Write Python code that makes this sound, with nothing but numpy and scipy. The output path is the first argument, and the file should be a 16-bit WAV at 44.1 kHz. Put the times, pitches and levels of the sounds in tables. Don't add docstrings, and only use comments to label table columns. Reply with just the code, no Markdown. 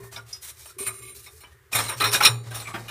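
import sys
import numpy as np
from scipy import signal
from scipy.fft import rfft, irfft
from scipy.io import wavfile
from scipy.ndimage import uniform_filter1d

SR = 44100
rng = np.random.default_rng(int(sys.argv[2]) if len(sys.argv) > 2 else 0)


def boost_factor(decibels):
    exponent = np.asarray(decibels, float) / 20
    return 10 ** exponent


def output_pcm(signal):
    pcm = np.clip(np.atleast_2d(signal).T, -1, 1) * 32767
    wavfile.write(sys.argv[1], SR, np.round(pcm).astype(np.int16))


N = 127890
GRIP_S = 0.025


def evened(x):
    return x / np.sqrt(np.mean(x ** 2) + 1e-20)


def read(points, hz):
    f, value = np.transpose(points)
    return np.interp(np.log(hz + 1), np.log(f + 1), value)


def add(mix, s, sound):
    part = mix[max(round(s * SR), 0):][:len(sound)]
    part += sound[:len(part)]


def coloured(x, spectrum, tilt_db=0):
    hz = np.fft.rfftfreq(len(x), 1 / SR)
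    gain = boost_factor(read(spectrum, hz) + tilt_db * np.log2((hz + 100) / 2000))
    return evened(irfft(rfft(x) * gain, len(x)))


def fuzzy(hz, width_hz):
    f = np.fft.rfftfreq(N, 1 / SR)
    peak = 1 / (1 + ((f - hz) / width_hz) ** 2)
    return evened(irfft(rfft(rng.standard_normal(N)) * peak, N))


def cluster(modes):
    t = np.arange(SR // 3) / SR
    hz, db, t60 = np.repeat(modes, 3, axis=0).T[:, :, None]
    side = np.tile([0, -1, 1], len(modes))[:, None]
    hz = hz * (1 + 0.00728 * side * rng.uniform(0.32, 1.61, hz.shape))
    sibling_db = 1 * abs(side)
    decay = boost_factor(db + sibling_db - 60 * t / np.clip(t60, 0.02, 0.5))
    grip = 0.13 + np.exp(-t / GRIP_S)
    return decay * np.sin(2 * np.pi * hz * t) * grip


def rings(bank):
    luck = rng.standard_normal((2, len(bank)))
    spread_db = 2.5
    x = (boost_factor(spread_db * luck[0]) * np.sign(luck[1])) @ bank
    return x / np.linalg.norm(x[:SR // 50])


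def dying(spectrum, t60s, size):
    hz, t, z = signal.stft(rng.standard_normal(size), SR, nperseg=256)
    z = z * boost_factor(read(spectrum, hz)[:, None] - 60 * t / read(t60s, hz)[:, None])
    x = signal.istft(z, SR, nperseg=256)[1]
    return x / np.linalg.norm(x[:SR // 50])


def air():
    # frequency in Hz, level in dB.
    room = [(25, -45), (75, 5), (200, -58), (380, -16), (700, -36), (1100, -24.5), (1850, -23), (2600, -32),
            (5000, -37)]
    hum = boost_factor(-70) * fuzzy(385, 22)
    return boost_factor(-56.5) * coloured(rng.standard_normal(N), room) + hum


def boom():
    # start in seconds, level in dB, length in seconds.
    plate_knocks = [(0.0, -42.5, 0.11), (0.163, -43, 0.12), (.86, -39, 0.082), (0.991, -45.5, 0.076),
                    (1.193, -54, 0.19), (1.739, -31, 0.15), (1.954, -33, 0.09), (2.032, -27, 0.1),
                    (2.144, -35, 0.11), (2.281, -23.5, 0.13), (2.46, -31.5, 0.14), (2.556, -41, 0.4),
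                    (2.725, -36, 0.19)]
    plate_hz, rise_s, fade_db = 117.4, 0.031, -8.5
    out = boost_factor(-61) * fuzzy(plate_hz, 12.5)
    t = np.arange(SR // 2) / SR
    for s, db, length in plate_knocks:
        rise = np.sin(np.pi / 2 * np.minimum(t / rise_s, 1))
        shape = rise * boost_factor(fade_db * (t / length) ** 2)
        hz = plate_hz * rng.uniform(0.94, 1.02)
        add(out, s, boost_factor(db) * shape * np.sin(2 * np.pi * hz * t))
    return out


def pings(metal):
    # frequency in Hz, level in dB, 60 dB decay time in seconds.
    spots = [(396, -43.5, 0.52), (5020, -36.5, 0.084), (1420, -43, 0.22), (5070, -29, 0.15),
             (5790, -31, 0.1), (379.7, -46.5, 1.35), (401, -37.5, 0.31), (2200, -39.5, 0.072),
             (2340, -45, 0.13), (413, -34, 1.2), (1637, -11.5, 0.043), (827, -21, 0.12), (7020, -38, 0.4),
             (7740, -44, 0.59), (4830, -38, 0.1), (209, -28, 0.051), (1404, -33, 0.056), (2890, -36, 0.22),
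             (234, -39, 0.058), (660, -46, 0.11), (3600, -31.5, 0.055), (616, -51.5, 0.097),
             (4430, -50, 0.64), (10100, -50, 0.45), (3000, -44.5, 0.12), (351, -32, 0.11),
             (430.5, -54, 0.25)]
    strikes = [0.0, .162, .165, .328, .328, .765, .803, 1.263, 1.44, 2.0, 2.147, 2.208, 2.285, 2.62, .328,
               2.743, 2.743, 2.88, .8, .165, .16, .655, 2.285, 2.285, 1.445, 2.744, 1.335]
    t = np.arange(SR // 2) / SR
    for s, (hz, db, t60) in zip(strikes, spots):
        near_hz = hz * (1 + 0.069 * rng.standard_normal(size=(3, 1)))
        neighbours = 0.33 * np.sin(2 * np.pi * near_hz * t).sum(0) * np.exp(-t / GRIP_S)
        rise_s = 0.0021 + 1.17 / hz
        shape = boost_factor(db - 60 * t / t60) * np.minimum(t / rise_s, 1)
        add(metal, s, shape * (np.sin(2 * np.pi * hz * t) + neighbours))


def slide(tube, wall, ring_db, s, length, db, tilt_db, rise):
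    # frequency in Hz, level in dB.
    rust = [(260, -20), (700, -10.5), (2000, -7), (5000, -3.5), (10000, -2), (15500, -5.5)]
    luck = rng.standard_normal((3, SR // 2))
    t = np.arange(SR // 2) / SR
    grain_db = 1 * evened(uniform_filter1d(luck[1], size=150))
    swell_db = 2 * evened(uniform_filter1d(luck[2], size=900))
    shape = np.sin(np.pi / 2 * np.minimum(t / max(rise, 0.002), 1)) ** 2
    shape = shape * np.exp(-np.maximum(t - length, 0) / 0.026)
    hiss = coloured(luck[0], rust, tilt_db) * boost_factor(grain_db + swell_db) * shape
    body = (rings(tube) + rings(wall))[:SR // 8]
    rung = boost_factor(ring_db) * signal.fftconvolve(hiss, body)
    add(rung, 0, hiss)
    return s, boost_factor(db) * rung


def slides(metal, tube, wall):
    # start in seconds, length in seconds, level in dB,
    # tilt in dB per octave, rise in seconds.
    rubs = [(0.0, 0.042, -50.5, -8, 0.001), (0.109, 0.045, -43, -3.6, 0.023),
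            (0.246, 0.12, -49.5, -2, 0.059), (0.404, 0.09, -39.5, 0, 0.035), (0.53, 0.17, -48, -0.1, 0.08),
            (1.138, 0.13, -48.5, 1.5, 0.015), (1.295, 0.098, -55, 1.5, 0.017),
            (1.403, 0.13, -62.5, -5, 0.046), (1.71, 0.14, -31.5, -3.5, 0.028),
            (1.955, 0.047, -42, -2.5, 0.028), (2.11, 0.033, -23, -1.5, 0.039),
            (2.426, 0.18, -50.5, -5.5, 0.023), (2.529, 0.12, -44.5, -4.5, 0.013),
            (2.666, 0.029, -41.5, -5.5, 0.01), (2.72, 0.15, -48.5, -6, 0.021), (0, 0.073, -53, 4, 0.0024)]
    chatter = [
        (.775, 0.11, -43, 0.5, 0.028),
        (.9, 0.096, -51, 0.3, 0.021),
        (1.01, 0.09, -50.5, 0, 0.021),
        (2.644, 0.081, -53.5, -7, 0.021),
    ]
    # frequency in Hz, level in dB, 60 dB decay time in seconds.
    loose_modes = [(1174, -1.5, 0.11), (2215, 6, 0.06), (2460, -4, 0.06), (2903, -10.5, 0.036),
                   (4004, -6.5, 0.098)]
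    loose = cluster(loose_modes)
    for row in rubs:
        add(metal, *slide(tube, wall, -11.5, *row))
    for row in chatter:
        add(metal, *slide(loose, wall, 3.5, *row))


def buzzes(metal):
    # start in seconds, length in seconds, frequency in Hz, level in dB.
    fed_modes = [(0, 0.085, 1060, -58), (0, 0.13, 1826, -60), (0.175, 0.022, 1420, -44.5),
                 (0.689, 0.035, 1375, -55.5), (0.876, 0.019, 2210, -38.5), (0.873, 0.041, 1205, -43.5),
                 (1.728, 0.0098, 2457, -26), (1.733, 0.047, 3580, -41), (1.75, 0.0089, 9800, -28.5),
                 (1.8, 0.023, 5410, -38), (1.83, 0.051, 8890, -40), (1.881, 0.0094, 3930, -33),
                 (2, 0.064, 1300, -27), (2.004, 0.043, 3980, -28), (2.005, 0.041, 8900, -36.5),
                 (2.02, 0.038, 2456, -30), (2.04, 0.11, 5480, -35.5), (2.039, 0.016, 3545, -28.5),
                 (2.105, 0.046, 9510, -34), (2.154, 0.013, 3730, -27.5), (2.248, 0.022, 2466, -15.5),
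                 (2.249, 0.019, 3850, -15), (2.249, 0.019, 5480, -16), (2.25, 0.018, 3510, -20.5),
                 (2.25, 0.01, 2923, -16.5), (2.257, 0.027, 8860, -30), (1.9, 0.064, 5550, -48.5),
                 (2.247, 0.01, 4270, -40), (2.648, 0.047, 2356, -41.5), (2.67, 0.0094, 2200, -41),
                 (2.68, 0.048, 1163, -42.5), (1.503, .13, 1840, -65.5), (1.001, 0.178, 384, -57)]
    width_hz, knocks_per_s, rise_s = 42.6, 350, 0.0036
    for s, length, hz, db in fed_modes:
        luck = rng.random((2, SR // 4))
        t = np.arange(SR // 10) / SR
        knocks = ((luck[0] < knocks_per_s / SR) + 0.075) * (luck[1] - 0.5)
        ring = np.exp(-np.pi * width_hz * t) * np.sin(2 * np.pi * hz * t)
        fed = signal.fftconvolve(knocks, ring)[SR // 20:SR // 4]
        t = np.arange(len(fed)) / SR
        decay = np.exp(-np.pi * width_hz * np.maximum(t - length, 0))
        shape = np.minimum(t / rise_s, 1) * decay
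        rms = np.sqrt(np.mean(fed[t < length + rise_s] ** 2))
        add(metal, s, boost_factor(db) * shape * fed / rms)


def contact(tube, wall, s, db, length, channel_db, wall_db):
    # frequency in Hz, level in dB.
    channel = [(88, -36), (150, -26), (267, -7.5), (1300, 4.5), (3270, -4.5), (3970, -15.5), (8250, -22.5),
               (9090, -23), (15000, -24)]
    # frequency in Hz, 60 dB decay time in seconds.
    channel_t60 = [(200, 0.26), (1200, 0.16), (4000, 0.11), (12000, 0.28)]
    clicks_per_s, click_db, rise_s = 2600, 1.1, 0.003
    luck = rng.random((3, SR // 10))
    t = np.arange(SR // 10) / SR
    size = boost_factor(-click_db * np.log(luck[1] + 0.0037))
    clicks = (luck[0] < clicks_per_s / SR) * size * np.sign(luck[2] - 0.5)
    rub = 0.021 * (luck[2] - 0.5)
    length = np.clip(length, 0.002, 0.08)
    shape = np.minimum(t / rise_s, 1) * np.exp(-(t / length) ** 3)
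    lead = 1 + 0.65 * np.exp(-t / 0.0036)
    drive = (clicks + rub) * shape * lead
    drive /= np.linalg.norm(drive)

    body = boost_factor(-20.5) * rings(tube) + boost_factor(-11 + wall_db) * rings(wall)
    add(body, 0, boost_factor(-7 + channel_db) * dying(channel, channel_t60, size=SR // 5))
    grit = evened(rng.standard_normal(size=40) * np.hanning(40)) / np.sqrt(40)
    add(body, 0, boost_factor(-22.5 + 0.35 * (wall_db + 13)) * grit)
    level = boost_factor(db) * np.sqrt(SR / 50 + length * SR)
    return s - rise_s / 2, level * signal.fftconvolve(drive, body)


def contacts(metal, tube, wall):
    # start in seconds, peak in dB, rattle length in seconds,
    # channel level in dB, tube wall level in dB.
    touches = [
        (0.161, -23.5, 0.018, -16, -34),
        (0.33, -39, 0.0058, -42, 2),
        (0.656, -39, 0.0061, -9, 4.5),
        (0.785, -27.5, 0.05, -18, 3),
        (0.866, -20.5, 0.021, -19, 3.5),
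        (1.261, -29.5, 0.025, -22.5, -32),
        (1.403, -36.5, 0.033, -29, -9),
        (1.434, -42.5, 0.0054, -3, -37),
    ]
    clatter = [(1.727, -16, 0.035, -16, -9), (1.749, -7, 0.028, -19, -9.5),
               (1.784, -9.5, 0.012, -13, -17.5), (1.884, -19, 0.019, -12, -10),
               (1.893, -24.5, 0.011, -3.5, -1), (1.91, -26.5, 0.027, -5, -8), (2.001, -11, 0.012, -8, -19),
               (2.019, -6, 0.0098, -17, -22.5), (2.039, -5, 0.033, -16, -19),
               (2.073, -13.5, 0.027, -17, -17), (2.117, -17, 0.0046, -22, -9),
               (2.132, -7, 0.014, -17.5, -27), (2.147, -5.5, 0.025, -19.5, -39),
               (2.205, -10.5, 0.017, -5.5, -16), (2.506, -34, 0.041, -3.5, -5.5),
               (2.544, -21, 0.043, -20, -8), (2.599, -24.5, 0.024, -14.5, -9.5),
               (2.739, -40, 0.023, 12.5, -40), (2.882, -25.5, 0.057, -9.5, -15)]
    clash = [
        (2.223, -3.5, 0.012, -31, -27),
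        (2.234, -1.5, 0.0076, -16.5, -17.5),
        (2.248, 6.5, 0.026, -22.5, -16),
    ]
    for row in [*touches, *clatter, *clash]:
        add(metal, *contact(tube, wall, *row))


def firebox_echo(metal):
    # frequency in Hz, level in dB.
    brick = [(250, 3.5), (12000, -10.5)]
    # frequency in Hz, 60 dB decay time in seconds.
    brick_t60 = [(200, 1), (1000, 0.33), (4000, 0.22), (12000, 0.11)]
    return boost_factor(-22.5) * signal.fftconvolve(metal, dying(brick, brick_t60, size=SR // 2))[:N]


def scene():
    # frequency in Hz, level in dB, 60 dB decay time in seconds.
    tube_modes = [(829.5, -11, 0.14), (1174, -6.5, 0.55), (1286, -5.5, 0.051), (2237, 3, 0.029),
                  (2461, 1.5, 0.047), (2906, -7.5, 0.063), (3580, -5, 0.14), (3730, -4.5, 0.14),
                  (3900, -9, 0.48), (4184, 1.5, 0.04), (5360, -8, 0.15), (5620, -9.5, 0.27),
                  (5596, -6.5, 0.13)]
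    wall_modes = [(7340, -6.5, 0.13), (7650, -22, 0.29), (8200, -21, 0.073), (8820, 0, 0.38),
                  (8840, -8, 0.54), (9250, -4, 0.22), (9670, 1.5, .1), (9870, -3.5, 0.063),
                  (10400, -14, 0.07), (11340, -8.5, 0.22), (12100, -11.5, .15), (14100, -21, 0.14),
                  (13600, -10.5, 0.099)]
    tube, wall = cluster(tube_modes), cluster(wall_modes)
    metal = np.zeros(N)
    pings(metal)
    slides(metal, tube, wall)
    buzzes(metal)
    contacts(metal, tube, wall)
    return (air() + boom() + metal + firebox_echo(metal))[None]


def low_pass(x):
    return signal.sosfilt(signal.butter(12, 15770, fs=SR, output="sos"), x)


def record(dry):
    bass_cut_hz, ceiling = 56, 0.66
    knee_db, squeeze, squeeze_s = -4, 0.23, 0.004
    pole = 2 * np.pi * bass_cut_hz / SR
    x = dry - signal.lfilter([0, pole], [1, pole - 1], dry)
    power = abs(uniform_filter1d(x ** 2, round(squeeze_s * SR)))
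    power_db = 10 * np.log10(power + 1e-12)
    x = x / boost_factor(squeeze * np.maximum(power_db - knee_db, 0))
    x = ceiling * np.tanh(x / ceiling)
    band = signal.firwin(511, 15450, window=("kaiser", 9), fs=SR)
    x = signal.oaconvolve(x, band[None], "same")
    return low_pass(x)


dry = scene()
out = record(dry)
output_pcm(out)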